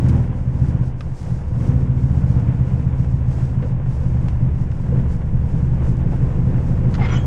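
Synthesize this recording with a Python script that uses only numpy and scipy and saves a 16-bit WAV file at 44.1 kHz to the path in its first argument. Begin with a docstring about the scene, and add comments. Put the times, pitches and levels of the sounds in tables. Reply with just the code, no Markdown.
"""An air-cooled flat-four lopes along just above idle, heard from the cabin as the car creeps into a workshop.
Its firings send pulses and puffs of noise through the resonances of the body shell and tailpipes.
Rocking, crankshaft harmonics and clatter follow the engine speed, over a soft hiss and a road rumble.
Noise bursts make the trim tick and the body knock; at the end rasping noise and ringing tones make
something metal bump, scrape and squeal."""
import sys
import numpy as np
from scipy import signal
from scipy.fft import rfft, irfft, next_fast_len
from scipy.io import wavfile
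from scipy.ndimage import uniform_filter1d

SR = 44100
rng = np.random.default_rng(int(sys.argv[2]) if len(sys.argv) > 2 else 0)


def inscribe(sig):
    """Save sig as 16-bit PCM at rate SR to the path in sys.argv[1].

    A 1-D sig is mono; a 2-D sig holds one channel per row.
    Samples are clipped to [-1, 1] before scaling.
    """
    pcm = np.round(np.clip(np.atleast_2d(sig).T, -1, 1) * 32767)
    wavfile.write(sys.argv[1], SR, pcm.astype(np.int16))


N = 320166
T = np.arange(N) / SR  # time of each sample, s

# Speed of the crankshaft. Each row: time in seconds, speed in rpm.
ENGINE_SPEED = [(0, 1000), (.12, 1200), (.24, 1240), (.48, 827), (.8, 974), (1.05, 640), (1.5, 575),
                (1.72, 876), (1.98, 850), (2.42, 1000), (3.05, 860), (3.7, 787), (3.95, 681), (4.75, 628),
                (4.92, 704), (5.35, 608), (5.75, 685), (7, 807), (7.26, 802)]
IDLE_RPM = 800
# The foot eases off the throttle or dabs it. 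Each row: middle in seconds, half length in seconds, change in dB.
PEDAL_TOUCHES = [(0.352, 0.19, -2.5), (0.972, 0.073, -5), (1.175, 0.055, -6), (1.698, 0.076, 2),
                 (4.349, 0.42, 1.5), (4.815, 0.14, -3.5), (4.97, 0.23, 2), (5.172, 0.023, -3.5)]
DOOR_S, ENTERING_S = 4.44, 1  # when the car passes into the workshop, and how gradually, s
FULL_PULL = 0.52  # speeding up by this many octaves a second counts as pulling hard
RAGGED_IDLE, RAGGED_PER_OCTAVE = .1, -.8  # combustion grows uneven as the speed drops

# How each layer's level follows the driving, before any trim. Each holds: dB at idle, dB per octave of speed,
# dB at full pull, dB gained indoors, share of the pedal's changes.
BOOM_LAW = (-19.5, 8.5, 1.15, 1.53, 1.87)
PIPE_LAW = (-28, -3, 1, 3.5, 1.86)
SHAKE_LAW = (-25.5, -2.5, -0.4, 5, 0.5)
GROWL_LAW = (-44.5, 13, 2.5, -4, 1)
CLATTER_LAW = (-38.5, 5, -0.24, 2.5, 0.22)
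ROAD_LAW = (-31, -3, 0.1, 4, 0.9)

# Exhaust of each cylinder, in firing order. Each row: relative strength in dB, delay in the manifold in seconds,
# strength of the echo in the silencer as a share of the pulse.
CYLINDERS = [(-4.5, 0.00305, 0.74), (0, 0.00437, 0.38), (-1.4, 0.0024, 0.93), (1, 0.00576, 0.079)]
# Single firings that get their own strength. Each row: time in seconds, extra dB.
HARD_FIRINGS = [(.48, 15.5), (.61, 6), (1.32, -2.5), (1.54, 5), (1.62, -4.5), (1.68, 0), (1.89, 12),
                (2.03, 6), (4.07, 2), (4.62, 2), (4.92, 10), (4.98, 0), (5.35, 7), (6.47, 5), (6.85, 2.5),
                (7.0, 1), (7.15, -0.5)]
# How sharply the exhaust valves bark. Each row: time in seconds, tilt in dB per octave.
BARK_SHARPNESS = [(0, 6), (.8, -2), (1.4, 0.5), (1.68, 5), (2.3, -2.5), (3.6, -3), (4.95, 7), (5.3, 2),
                  (5.9, 7), (7.26, 6.5)]
# Resonances of the body shell. 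Each row: pitch in Hz, width in Hz, relative level in dB.
SHELL_MODES = [(126.35, 29.6, 2.5), (165.1, 22.7, -2), (181.8, 20, -16), (197, 12.5, -13.5),
               (237.4, 21.5, -17.5), (270.3, 27, -20.5), (336, 19, -29.5), (367.7, 8.1, -27.5),
               (482.3, 60, -39)]
FIRST_DB, FIRST_PULL_DB = 12, -3  # the first cylinder stands out, less so under pull
THIRD_DB, THIRD_PULL_DB = 0.5, 6.5  # the third joins it under pull
GAS, JITTER_S = .55, .0014  # gas noise and timing scatter of fully ragged firings

# Firings as the tailpipes give them, in firing order. Each row: relative strength in dB, delay in seconds.
PIPE_FIRINGS = [(0, 0.00025), (6, 0.0075), (-2, 0.002), (0.5, 0.0056)]
# Low resonances of the tailpipes. Each row: pitch in Hz, width in Hz, relative level in dB.
PIPE_MODES = [(46.4, 11, -1), (70.6, 15, 9), (85.15, 11.5, 5)]
PIPE_SCATTER_DB, PIPE_JITTER_S = 4, .0015  # scatter of pulse strength and timing in ragged firings
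ROCK_LOPE, WAVER_DB = .5, 1.2  # extra rocking on the first cylinder, wavering of the body shake

# Level of a crankshaft harmonic at the pitch it has reached. Each row: pitch in Hz, relative level in dB.
GROWL_LEVEL = [(52, 2), (66, 13), (80, 14), (98, 7), (125, -4), (160, 1), (195, -1), (215, -6), (243, 2),
               (265, -4), (290, -3), (315, -14), (370, -18), (460, -25)]
# Colour of the clatter. Each row: pitch in Hz, relative level in dB per Hz.
CLATTER_COLOUR = [(150, -1), (330, 5.5), (410, 0), (500, 4.5), (580, -1.5), (720, -4), (810, -4),
                  (1000, -5), (1270, -13), (1450, -11.5), (2100, -17), (2900, -23.5), (3800, -33),
                  (6000, -75)]
CLATTER_SWELL = 0.48  # the clatter swells by this share of the hiss's swells

# Bumps of the metal as it is dragged. Each row: time in seconds, level in dB, decay time in seconds,
# tilt in dB per octave.
METAL_BUMPS = [(6.941, -34.5, 0.071, 0.5), (6.951, -32, 0.05, -2), (6.981, -30, .05, -9),
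               (7.018, -28, 0.066, -7), (7.137, -39.5, 0.15, -4)]
# Colour of the bumps before the tilt. Each row: pitch in Hz, relative level in dB per Hz.
BUMP_COLOUR = [(200, -12.5), (900, 2), (1500, 6.5), (2200, -2), (3200, -2), (3900, -6.5), (5000, -9),
               (5800, -15), (7000, -9.5), (7700, -23.5), (11000, -49)]
# Strokes of the metal scrape. Each row: start in seconds, length in seconds, pressure in dB.
SCRAPE_STROKES = [(6.98, .04, -32), (7.01, .062, -28), (7.06, .1, -29.5), (7.15, .06, -38)]
# Colour of the scrape. Each row: pitch in Hz, relative level in dB per Hz.
SCRAPE_COLOUR = [(250, 7), (500, 2.5), (850, 5), (1400, 2.5), (2200, 1), (3200, -7), (4300, -15.5),
                 (5500, -22), (7300, -24), (9000, -49), (12000, -58)]
SLIDE_OFF_S = 0.014  # how long the rasp lingers as the pressure eases
# Resonances of the metal that the slips catch. Each row: middle in seconds, half length in seconds, pitch in Hz,
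# width in Hz, glide in octaves per second, level in dB.
METAL_SQUEALS = [(6.988, .012, 850, 30, .3, -33), (7.018, .012, 770, 70, 1.5, -30),
                 (7.03, .017, 2100, 45, -.15, -32), (7.04, .02, 5100, 150, 0, -52),
                 (7.115, .035, 1420, 50, .2, -37), (7.125, .025, 2220, 130, -.4, -40),
                 (7.132, .01, 1060, 90, 1, -35), (7.13, .028, 5870, 50, 0, -44),
                 (7.135, .015, 7130, 70, 0, -53), (7.14, .05, 3248, 16, 0, -42.5),
                 (7.15, .015, 5160, 90, 0, -51), (7.165, .014, 2998, 28, 0, -38),
                 (7.16, .03, 6487, 10, 0, -52), (7.176, .008, 7386, 25, 0, -55)]
CATCH_WIDTH_HZ = 250  # how far from its resonance a catch spreads

# Ticks of the trim, and the dull upper part of the body knock at 3.62 s. Each row: time in seconds, level in
# dB, decay time in seconds, tilt in dB per octave.
CABIN_TICKS = [(.086, -41.5, 0.072, 10), (.094, -37, 0.06, 0), (1.008, -29.5, 0.033, -2.5),
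               (3.624, -30.5, .14, -8), (4.284, -32, 0.047, -1.5), (4.715, -41, .06, -2)]
# Colour of the ticks before the tilt. Each row: pitch in Hz, relative level in dB per Hz.
TICK_COLOUR = [(200, -6), (600, 1), (1100, 3), (1350, 7), (1600, 7), (1900, 1), (2550, 5), (3300, -4),
               (4300, -7), (6000, -9), (8500, -17), (10000, -23), (12000, -50)]
CRACK_S = .002  # each contact opens with a crack this brief
TICK_TAIL_DB, BUMP_TAIL_DB = -3, 1  # start of the noisy tail, relative to the crack
# Hollow knocks in the body. Each row: time in seconds, level in dB.
BODY_KNOCKS = [(3.623, -33), (3.653, -31), (4.922, -27.5)]
# Resonances of the knocked panel. Each row: pitch in Hz, width in Hz, relative level in dB.
PANEL_MODES = [(340, 24, -5), (491, 16, 17.5), (602, 35, -4), (760, 65, -10.5), (1130, 120, -16)]

# Level of the hiss before its trim. Each row: time in seconds, level in dB.
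HISS_LEVEL = [(0, -58), (.17, -60), (.33, -68), (.5, -68), (.7, -62), (.96, -69), (1.29, -60.5),
              (1.52, -66), (1.66, -58), (1.88, -65), (2.4, -61), (2.8, -65), (3.2, -66), (3.38, -60.5),
              (3.7, -67), (3.9, -63), (4.35, -62.5), (4.8, -67), (4.97, -62.5), (5.2, -67), (5.85, -62),
              (5.98, -65), (6.12, -61), (6.4, -63.5), (7.26, -61)]
# Colour of the hiss. Each row: pitch in Hz, relative level in dB per Hz.
HISS_COLOUR = [(1000, -22.5), (3000, 0.5), (4200, 1.5), (5200, 4.5), (7000, 2.5), (8500, -0.5), (10000, -6),
               (11500, -19), (13000, -16), (15500, -20.5)]
# Colour of the road rumble before its low-pass. Each row: pitch in Hz, relative level in dB per Hz.
ROAD_COLOUR = [(15, -13.5), (32, -7.5), (45, -0.5), (100, 0.5), (150, 4.5), (250, -13), (420, -36.5),
               (900, -82.5)]
EDGE_HZ = 15750  # upper limit of the sound


def exhaust(firings, boom_db, scatter_db=8.5, echo_s=0.01619, lead_s=0.01222):
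    """Loping beats: each firing sends a pulse, its echo and a puff of gas into the body shell."""
    first_db, third_db = lope()
    sharp_db = curves(BARK_SHARPNESS)[0]
    at, cylinder, chance = sparks(firings)
    db, delay, echo = np.array(CYLINDERS)[cylinder].T
    db = db + first_db[at] * (cylinder == 0) + third_db[at] * (cylinder == 2)
    db = db + scatter_db * chance[:, 0]
    for s, extra_db in HARD_FIRINGS:
        db[np.argmin(abs(T[at] - s))] += extra_db  # the nearest firing
    start = T[at] - lead_s + delay + JITTER_S * chance[:, 1]
    echo_start = start + echo_s + JITTER_S * chance[:, 2]
    pulses = train(start, amp(db)) + train(echo_start, echo * amp(db))
    # each puff is noise that dies away over 12 ms
    puff_shape = signal.lfilter([1], [1, -np.exp(-1 / (.012 * SR))], pulses)
    puffs = puff_shape * rng.standard_normal(N)
    drive = evened(pulses) + GAS * ragged() * evened(puffs)
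    boom = np.zeros(N)
    for hz, width, mode_db in SHELL_MODES:
        # sharper pulses reach the higher resonances more strongly
        bark_db = sharp_db * np.log2(hz / SHELL_MODES[0][0])
        boom += swelling(drive * amp(mode_db + bark_db), hz, width)
    return amp(boom_db) * steadied(boom, size=12000)


def tailpipes(firings, pipe_db, trim_db=1.5):
    """A low burble: delayed pulses of uneven strength build up in the pipes' resonances."""
    at, cylinder, chance = sparks(firings)
    db, delay = np.array(PIPE_FIRINGS)[cylinder].T
    times = T[at] + delay + PIPE_JITTER_S * chance[:, 1]
    pulses = train(times, amp(db + PIPE_SCATTER_DB * chance[:, 0]))
    burble = sum(amp(mode_db) * swelling(pulses, hz, width) for hz, width, mode_db in PIPE_MODES)
    return amp(pipe_db + trim_db) * steadied(burble, size=9000)


def shake(firings, shake_db, trim_db=-2.5):
    """The engine rocks the whole shell once per firing, harder on the first cylinder."""
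    lopsided = 1 + ROCK_LOPE * np.cos(2 * np.pi * firings / 4)
    rocking = np.sin(2 * np.pi * firings) * lopsided
    return amp(shake_db + trim_db + WAVER_DB * wander(14)) * evened(rocking)


def growl(firings, growl_db, waver_db=2.0, count=19):
    """Clean harmonics of the crankshaft, which swell as the engine speeds up and pulls."""
    crank_hz = curves(ENGINE_SPEED)[0] / 60
    hz, db = np.transpose(GROWL_LEVEL)
    orders = np.zeros(N)
    for k in range(4, 4 + count):
        order_db = np.interp(k * crank_hz, hz, db) + waver_db * wander(6)
        # two firings per turn, so the crank's phase is pi times the firings
        orders += amp(order_db) * np.sin(np.pi * k * firings + 2 * np.pi * rng.random())
    return amp(growl_db) * np.sqrt(2) * orders


def clatter(firings, clatter_db, trim_db=0.23, beat=0.67, tap_fade=1.0):
    """Fan rush and tappets: slightly gritty noise that flares twice per firing."""
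    since_tap = 2 * firings % 1  # share of the gap between taps
    gate = 1 + beat * np.exp(-since_tap / tap_fade) * amp(3 * wander(45))
    noise = gate * (rng.standard_normal(N) + .4 * grains(1500, 2.5))
    return amp(clatter_db + trim_db) * evened(coloured(noise, CLATTER_COLOUR))


def scrape(trim_db=-1.8):
    """Juddering slips rasp over a metal sheet: gritty noise that follows the pressure."""
    judder = amp(2 * wander(220))
    slips = evened(rng.standard_normal(N) + .8 * grains(1200, 2.5)) * judder
    return amp(trim_db) * pressing() * evened(coloured(slips, SCRAPE_COLOUR))


def pressing():
    """Pressure of the scrape: each stroke is a broad arch with a short tail."""
    power = np.zeros(N)
    for s, length, db in SCRAPE_STROKES:
        power += amp(db) ** 2 * np.sin(np.pi * np.clip((T - s) / length, 0, 1))
    keep = np.exp(-1 / (SLIDE_OFF_S * SR))
    return signal.lfilter([1 - keep], [1, -keep], np.sqrt(abs(power)))


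def squeals():
    """Resonances of the metal swell as the slips catch them, slide with the contact point, then ring out."""
    out = np.zeros(N)
    t = T[:SR // 2] - .2  # time around the middle of the catch
    for s, half, hz, width, glide, db in METAL_SQUEALS:
        noise = rng.standard_normal(len(t)) + 1j * rng.standard_normal(len(t))
        catch = np.exp(-(t / half) ** 2 / 2) * noise
        poles = np.exp(-np.pi * np.array([width, CATCH_WIDTH_HZ]) / SR)
        swing = signal.lfilter([1], np.poly(poles), catch)
        turns = np.cumsum(hz * 2 ** (glide * t)) / SR
        ring = (swing * np.exp(2j * np.pi * turns)).real
        loudest = np.sqrt(uniform_filter1d(ring ** 2, size=500).max())
        part = out[round((s + t[0]) * SR):][:len(t)]
        part += amp(db) * ring[:len(part)] / loudest
    return out


def contacts(rows, colour, tail_db):
    """Dry hits: a crack and a short noisy tail in the colour of the struck part."""
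    out = np.zeros(N)
    t = T[:SR // 4] - .01
    age = np.maximum(t, 0)
    for s, db, t60, tilt_db in rows:
        crack = np.exp(-(age / CRACK_S) ** 2)
        tail = amp(tail_db - 60 * age / t60)  # falls 60 dB per decay time
        strike = (t >= 0) * np.maximum(crack, tail)
        noise = coloured(strike * rng.standard_normal(len(t)), colour, tilt_db)
        burst = evened(noise) * np.sqrt(np.mean(strike ** 2))
        part = out[round((s + t[0]) * SR):][:len(t)]
        part += amp(db) * burst[:len(part)]
    return out


def knocks(t60=0.051):
    """A short rattling blow, falling 60 dB in t60 seconds, rings a hollow panel."""
    out = np.zeros(N)
    for s, db in BODY_KNOCKS:
        fade = (T >= s) * amp(-60 * np.clip(T - s, 0, 1) / t60)
        ring = ringing(rng.standard_normal(N) * fade, PANEL_MODES)
        loudest = np.sqrt(uniform_filter1d(ring ** 2, size=500).max())
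        out += amp(db) * ring / loudest
    return out


def hiss(hiss_db, trim_db=2.1, flutter_db=2.36):
    """A soft, slightly crackling hiss: noise and clicks whose level comes and goes."""
    flutter = amp(.5 * wander(60) + flutter_db * wander(16))
    noise = (rng.standard_normal(N) + .3 * grains(250, 2.5)) * flutter
    return amp(hiss_db + trim_db) * evened(coloured(noise, HISS_COLOUR))


def road(road_db):
    """Dull rumble of tyres and panels: noise kept to the low pitches."""
    low_pass = signal.butter(4, 420, fs=SR, output="sos")
    noise = signal.sosfilt(low_pass, coloured(rng.standard_normal(N), ROAD_COLOUR))
    return amp(road_db) * evened(noise)


def sparks(firings):
    """Sample index and cylinder of each firing, with chance as large as the combustion is ragged."""
    at = np.flatnonzero(np.diff(np.floor(firings), prepend=0))
    cylinder = np.floor(firings[at]).astype(int) % 4
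    return at, cylinder, ragged()[at, None] * rng.standard_normal((len(at), 3))


def revs():
    """Engine speed in octaves above idle."""
    return np.log2(curves(ENGINE_SPEED)[0] / IDLE_RPM)


def pull():
    """From -1 while the engine runs down to 1 while it speeds up hard."""
    octaves_per_s = uniform_filter1d(np.gradient(revs()) * SR, size=6000)
    return np.tanh(octaves_per_s / FULL_PULL)


def ragged():
    """Unevenness of the combustion, from .06 to 1, growing as the engine slows."""
    return np.clip(RAGGED_IDLE + RAGGED_PER_OCTAVE * revs(), .06, 1)


def lope():
    """Extra dB of the first and third cylinders, set by the pull."""
    load = np.maximum(pull(), 0)
    return FIRST_DB + FIRST_PULL_DB * load, THIRD_DB + THIRD_PULL_DB * load


def level(law):
    """Level in dB, moved by speed, pull, the workshop's walls and each touch of the pedal."""
    idle_db, speed_db, pull_db, indoor_db, pedal_share = law
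    indoors = .5 + .5 * np.tanh((T - DOOR_S) / ENTERING_S)
    pedal_db = sum(db * np.exp(-((T - s) / half) ** 2) for s, half, db in PEDAL_TOUCHES)
    driving_db = idle_db + speed_db * revs() + pull_db * pull()
    return driving_db + indoor_db * indoors + pedal_share * pedal_db


def swelling(x, hz, width):
    """Two coupled resonators: a tone that builds up and dies, with steep flanks."""
    t = T[:SR // 3]
    envelope = width ** 2 * t * np.exp(-np.pi * width * t)
    return signal.oaconvolve(x, envelope * np.sin(2 * np.pi * hz * t))[:N]


def ringing(x, modes):
    """Passes x through damped modes; neighbours swing in opposite directions."""
    t = T[:SR // 2]
    ring = np.zeros(len(t))
    for k, (hz, width, db) in enumerate(modes):
        decay = width * np.exp(-np.pi * width * t)
        ring += (-1) ** k * amp(db) * decay * np.sin(2 * np.pi * hz * t)
    return signal.oaconvolve(x, ring)[:N]


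def train(times, sizes):
    """Single-sample pulses at the given times."""
    return np.bincount(np.clip(times * SR, 0, N - 1).astype(int), sizes, N)


def grains(per_s, spread_db):
    """Random clicks of very unequal size, about per_s a second."""
    size = amp(spread_db * np.minimum(rng.exponential(1, N), 4))
    return evened(rng.standard_normal(N) * size * (rng.random(N) < per_s / SR))


def wander(per_s):
    """Smooth chance of rms 1: random points, per_s a second, joined by straight lines."""
    return evened(np.interp(T * per_s, np.arange(4000), rng.standard_normal(4000)))


def coloured(x, spectrum, tilt_db=0):
    """Shapes x by a short spectrum, tilted per octave."""
    size = next_fast_len(len(x))
    octave = np.log2(np.fft.rfftfreq(size, 1 / SR) + 1)
    hz, db = np.transpose(spectrum)
    tilted_db = db + tilt_db * np.log2(hz / hz[0])
    gain = amp(np.interp(octave, np.log2(hz), tilted_db))
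    return irfft(rfft(x, size) * gain, size)[:len(x)]


def curves(table):
    """Each column of a table after the first, joined by straight lines in time."""
    s, *columns = np.transpose(table)
    return [np.interp(T, s, c) for c in columns]


def steadied(x, size):
    """Evens out the level of x to about rms 1 over stretches of size samples."""
    power = uniform_filter1d(uniform_filter1d(x ** 2, size), size)
    return x / np.sqrt(abs(power) + 1e-20)


def evened(x):
    """Scales to rms 1."""
    return x / np.sqrt(np.mean(x ** 2) + 1e-20)


def amp(db):
    """Decibels to gain."""
    return 10 ** (np.asarray(db) / 20)


def scene():
    """Crank speed times every engine sound, two firings per turn; then come metal, cabin and road."""
    firings = .79 + np.cumsum(2 * curves(ENGINE_SPEED)[0] / 60) / SR  # running count
    hiss_db = curves(HISS_LEVEL)[0]
    clatter_db = level(CLATTER_LAW) + CLATTER_SWELL * (hiss_db - hiss_db.mean())
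    engine = exhaust(firings, level(BOOM_LAW)) + tailpipes(firings, level(PIPE_LAW))
    engine = engine + shake(firings, level(SHAKE_LAW)) + growl(firings, level(GROWL_LAW))
    engine = engine + clatter(firings, clatter_db)
    metal = contacts(METAL_BUMPS, BUMP_COLOUR, BUMP_TAIL_DB) + scrape() + squeals()
    cabin = contacts(CABIN_TICKS, TICK_COLOUR, TICK_TAIL_DB) + knocks()
    background = hiss(hiss_db) + road(level(ROAD_LAW))
    return (engine + metal + cabin + background)[None]


def record(dry):
    """The microphone loses the deepest rumble; then everything above the upper limit is cut."""
    high_pass = signal.butter(2, 15, "high", fs=SR, output="sos")
    lean = signal.sosfilt(high_pass, dry)
    low_pass = signal.firwin(511, EDGE_HZ, window=("kaiser", 9), fs=SR)
    return signal.oaconvolve(lean, low_pass[None], "same")


dry = scene()
out = record(dry)
inscribe(out)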